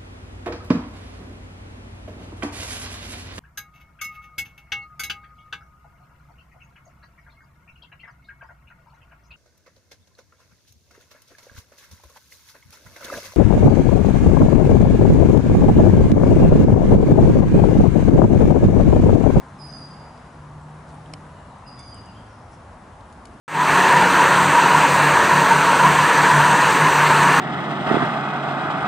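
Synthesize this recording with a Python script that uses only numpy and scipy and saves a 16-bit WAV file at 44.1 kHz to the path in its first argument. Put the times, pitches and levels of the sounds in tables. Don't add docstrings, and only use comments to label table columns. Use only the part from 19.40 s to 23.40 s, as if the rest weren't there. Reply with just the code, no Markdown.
import sys
import numpy as np
from scipy import signal
from scipy.fft import rfft
from scipy.io import wavfile
from scipy.ndimage import uniform_filter1d

SR = 44100
rng = np.random.default_rng(int(sys.argv[2]) if len(sys.argv) > 2 else 0)


def store_wav(level_fs):
    pcm = np.round(np.clip(np.atleast_2d(level_fs), -1, 1) * 32767)
    wavfile.write(sys.argv[1], SR, pcm.T.astype(np.int16))


N = 176400

# (frequency [Hz], relative level [dB])
WIND_SPECTRUM = [(120, -40), (330, -10), (480, -5), (700, -.5), (1000, 0), (1300, -5.5), (1750, -11),
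                 (2200, -17), (3200, -23), (4300, -27), (7000, -31.5), (11000, -39.5)]
RUMBLE_SPECTRUM = [(20, -22), (35, -21), (58, 1), (95, 0), (150, -8.5), (250, -14.5), (500, -41.5)]
ROAD_SPECTRUM = [(40, -28), (105, -5), (170, 0.5), (255, -1), (330, -8.5), (420, -11.5), (700, -39)]
# (time [s], relative level [dB])
WIND_LEVEL = [(0, -46), (.8, -46), (1.15, -48), (1.5, -46.5), (2.1, -47), (3.3, -48), (4, -47.5)]
ROAD_LEVEL = [(0, -48.5), (.38, -45), (.7, -50.5), (1.2, -50), (1.75, -45.5), (2.2, -52), (2.6, -48),
              (3.05, -51), (3.28, -54), (3.55, -51), (4, -47.5)]
# (frequency [Hz], likeness [0 to 1])
EAR_LIKENESS = [(130, 0.99), (270, .96), (560, 0.85), (1170, 0.75), (2500, 0.46), (5200, 0.49),
                (10000, 0.87)]
# (frequency [Hz], left minus right [dB])
SIDE_LEAN = [(300, 0), (810, 1.9), (1900, 2.5), (4600, -0.5), (10000, 0)]
# (time [s], pitch [Hz], level [dB])
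MOTOR_HUM = [(0, 143.2, -53), (.3, 145.1, -43), (.6, 147.4, -51), (.85, 146, -53), (1.1, 148.5, -42.5),
             (1.4, 150.9, -45), (1.75, 152, -46), (2.08, 153, -54.5), (2.18, 150, -61),
             (2.32, 137.9, -49.5), (2.55, 108.8, -49.5), (3.0, 108, -50.5), (3.3, 107.7, -64)]
# (frequency [Hz], time to fade by 60 dB [s])
ECHO_FADE = [(500, .8), (3000, 0.66), (5000, 1.0), (10000, 0.73)]
# (start [s], length [s], level [dB], low edge [Hz], high edge [Hz])
SOFT_RUSTLES = [(1.472, .06, -65.5, 3800, 9000), (1.521, 0.058, -68, 8000, 11000),
                (3.108, 0.08, -68, 5000, 6070), (3.11, 0.065, -70, 7000, 10000)]
# (start [s], length [s], first pitch [Hz], last pitch [Hz], relative level [dB])
FAR_CHIRPS = [(0.285, .04, 5850, 6250, -59), (0.313, .06, 6200, 6160, -62), (1.181, .07, 7790, 8000, -68),
              (1.94, 0.09, 3000, 2740, -62), (1.948, .08, 7650, 7450, -67), (2.092, 0.053, 4150, 3620, -65),
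              (2.235, 0.048, 2644, 2850, -56), (2.37, 0.044, 3580, 3410, -56),
              (2.372, 0.083, 6420, 6110, -61.5), (2.383, 0.031, 2250, 2180, -52),
              (2.512, .09, 3240, 2770, -57.5), (2.66, 0.048, 2890, 2750, -54.5),
              (2.743, 0.058, 3066, 3310, -55.5), (2.876, 0.031, 5850, 5440, -64),
              (2.895, .06, 5390, 5420, -64)]
# (time [s], level before filtering [dB], low edge [Hz], high edge [Hz])
FINGER_TICKS = [(.777, -45, 2880, 6000), (1.305, -52, 7000, 10500), (1.545, -48, 8000, 10500),
                (1.66, -36, 2902, 3700), (2.072, -52.5, 5000, 10000), (2.185, -47, 8000, 10000),
                (2.279, -46, 7040, 10500), (2.3935, -35, 5470, 9800), (2.544, -32.5, 8100, 10000),
                (2.6595, -43, 7000, 9700), (3.331, -42, 3800, 5000), (3.609, -43, 2000, 4500),
                (3.727, -43.5, 1800, 10000), (3.8545, -35, 2290, 10000), (3.871, -44.5, 4990, 10000)]
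# (time [s], relative level [dB])
CLICK_KNOCKS = [(1.7358, -38), (1.7372, -27.5), (1.7382, -28), (1.7412, -39), (3.8548, -46),
                (3.8562, -39.5)]
# (frequency [Hz], relative level [dB], time to fade by 60 dB [s])
CASING_TONES = [(110, -20, .05), (626, -8, 0.041), (1240, -15, .02), (2220, -7, 0.012), (3050, -9.5, 0.016),
                (3620, -20, 0.016), (4380, -8, 0.013), (4930, -8, 0.01), (5510, -4.5, 0.0076),
                (7670, -15, .005), (8170, -10, 0.0051), (9400, -9, 0.003), (10400, -13, 0.0036)]
# (start [s], length [s], settled pitch [Hz], drop on to that pitch [Hz],
# relative level [dB], octave compared with the note [dB], rasp [share of pitch])
WHISTLE_NOTES = [(.184, 0.13, 4892, 233, -44, -15.5, .024), (.312, 0.12, 4790, 71, -42, -17.5, .016),
                 (2.26, .062, 4770, 340, -43.5, -18, .006), (2.34, .045, 4870, 60, -52, -12, .012),
                 (2.374, .06, 4788, 90, -43, -14, .014), (2.437, 0.1234, 4790, 89, -47.5, -16, .022)]


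def gain_of(db):
    return 10 ** (np.asarray(db) / 20)


def evened(x):
    return x / np.sqrt(np.mean(x ** 2) + 1e-20)


def look_up(points, hz):
    f, value = np.transpose(points)
    return np.interp(np.log(hz + 1), np.log(f + 1), value)


def follow(points):
    times, *columns = np.transpose(points)
    return [np.interp(np.arange(N) / SR, times, column) for column in columns]


def add(mix, start, sound):
    part = mix[..., round(start * SR):][..., :sound.shape[-1]]
    part += sound[..., :part.shape[-1]]


def wander(t, top_hz):
    rates = np.geomspace(top_hz / 10, top_hz, 20)
    return sum(np.sin(2 * np.pi * (f * t + rng.random())) for f in rates) / np.sqrt(10)


def band(x, low_hz, high_hz):
    return signal.sosfilt(signal.butter(2, [low_hz, high_hz], "band", fs=SR, output="sos"), x)


def noise(spectrum, patchy_db):
    frames, hz = N // 512 + 5, np.fft.rfftfreq(2048, 1 / SR)
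    a, b, c, d, patches = rng.standard_normal((frames, len(hz), 5)).T
    patches = uniform_filter1d(patches, size=20, axis=0)
    patches = evened(uniform_filter1d(patches, size=8, axis=1))
    likeness = look_up(EAR_LIKENESS, hz)[:, None]
    left = a + 1j * b
    right = likeness * left + np.sqrt(1 - likeness ** 2) * (c + 1j * d)
    lean = gain_of(look_up(SIDE_LEAN, hz) / 2)[:, None]
    bands = np.array([left * lean, right / lean])
    bands *= gain_of(look_up(spectrum, hz)[:, None] + patchy_db * patches)
    return evened(signal.istft(bands, nperseg=2048, noverlap=1536)[1][:, :N])


def wood_echo(x, likeness=0.48, early_db=0.5, early_s=0.015):
    echoes = np.zeros((2, SR))
    slots = np.arange(300, SR - 20, 20)
    arrivals = slots + rng.integers(0, 20, (2, len(slots)))
    np.put_along_axis(echoes, arrivals, rng.choice([-1., 1.], arrivals.shape), 1)
    echoes[1] = likeness * echoes[0] + np.sqrt(1 - likeness ** 2) * echoes[1]
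    hz, t, bands = signal.stft(echoes, SR, nperseg=256)
    fade = gain_of(early_db * np.exp(-t / early_s) - 60 * t / look_up(ECHO_FADE, hz)[:, None])
    tail = signal.istft(bands * fade, SR, nperseg=256)[1]
    treble = abs(rfft(tail))[:, len(tail[0]) // 20:len(tail[0]) // 5]
    tail /= np.sqrt(np.mean(treble ** 2))
    return signal.fftconvolve(x[None], tail, axes=1)[:, :N]


def wind(lift_db=1, rumble_db=-48):
    rush = noise(WIND_SPECTRUM, patchy_db=0.88) * gain_of(lift_db + follow(WIND_LEVEL)[0])
    return rush + gain_of(rumble_db) * noise(RUMBLE_SPECTRUM, patchy_db=0.74)


def road():
    return noise(ROAD_SPECTRUM, patchy_db=1.5) * gain_of(follow(ROAD_LEVEL)[0])


def motor():
    hz, db = follow(MOTOR_HUM)
    t = np.arange(N) / SR
    pitch = hz * (1 + 0.0064 * wander(t, top_hz=11))
    phase = 2 * np.pi * np.cumsum(pitch) / SR
    return np.sqrt(2) * gain_of(db + 1.1 * wander(t, top_hz=15)) * np.sin(phase)


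def rustles(grains_per_s=1500, echo_db=-6):
    direct = np.zeros(N)
    for start, length, db, low_hz, high_hz in SOFT_RUSTLES:
        t = np.arange(0, length, 1 / SR)
        grains = rng.standard_normal(len(t)) * (rng.random(len(t)) < grains_per_s / SR)
        swell = np.sin(np.pi * np.sqrt(t / length))
        add(direct, start, gain_of(db) * evened(band(grains * swell, low_hz, high_hz)))
    return direct + gain_of(echo_db) * wood_echo(direct)


def far_chirps(waver=0.023, direct_db=-6, echo_db=-2):
    direct = np.zeros(N)
    for start, length, first_hz, last_hz, db in FAR_CHIRPS:
        t = np.arange(0, length, 1 / SR)
        slide = first_hz + (last_hz - first_hz) * t / length
        pitch = slide * (1 + waver * wander(t, top_hz=246))
        phase = 2 * np.pi * np.cumsum(pitch) / SR
        swell = np.sqrt(abs(np.sin(np.pi * t / length)))
        add(direct, start, np.sqrt(2) * gain_of(db) * swell * np.sin(phase))
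    return gain_of(direct_db) * direct + gain_of(echo_db) * wood_echo(direct)


def camera_ticks(snap_s=0.00059, tail_s=0.0067, tail_db=-12, stereo_spread=0.68):
    out, t = np.zeros((2, N)), np.arange(0, .03, 1 / SR)
    fade = np.exp(-t / snap_s) + gain_of(tail_db) * np.exp(-t / tail_s)
    for start, db, low_hz, high_hz in FINGER_TICKS:
        hiss = rng.standard_normal(len(t)) + stereo_spread * rng.standard_normal((2, len(t)))
        add(out, start, gain_of(db) * band(fade * hiss, low_hz, high_hz))
    return out


def camera_clicks():
    out, t = np.zeros((2, N)), np.arange(0, .08, 1 / SR)
    for start, knock_db in CLICK_KNOCKS:
        for hz, tone_db, fade_s in CASING_TONES:
            phase = 2 * np.pi * rng.random() + min(hz / 3000, 1) * 0.59 * rng.standard_normal((2, 1))
            fade = gain_of(knock_db + tone_db - 60 * t / fade_s)
            add(out, start, fade * np.sin(2 * np.pi * hz * t + phase))
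    return out


def bird_whistles(direct_db=-3.5, echo_db=-1.5):
    settle_s, rasp_s, rise_s, release_s = 0.0161, 0.03, 0.025, 0.042
    direct = np.zeros(N)
    for start, length, hz, drop_hz, db, octave_db, rasp in WHISTLE_NOTES:
        t = np.arange(0, length, 1 / SR)
        slide = hz + drop_hz * np.exp(-t / settle_s)
        waver = 0.00824 + rasp * np.exp(-t / rasp_s)
        pitch = slide * (1 + waver * abs(wander(t, top_hz=90.5)))
        phase = 2 * np.pi * np.cumsum(pitch) / SR
        tone = np.sin(phase) + gain_of(octave_db) * np.sin(2 * phase)
        swell = np.minimum(t / rise_s, 1) * np.minimum((length - t) / release_s, 1)
        add(direct, start, np.sqrt(2) * gain_of(db) * swell * tone)
    to_right = np.array([[-0.5], [0.5]])
    echo = gain_of(echo_db + to_right) * wood_echo(direct)
    return gain_of(direct_db + 6 * to_right) * direct + echo


def scene():
    background = wind() + road() + motor() + rustles()
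    return background + far_chirps() + camera_ticks() + camera_clicks() + bird_whistles()


def record(dry):
    low_pass = signal.firwin(511, 11150, window=("kaiser", 9), fs=SR)
    return signal.oaconvolve(dry, low_pass[None], "same")


dry = scene()
out = record(dry)
store_wav(out)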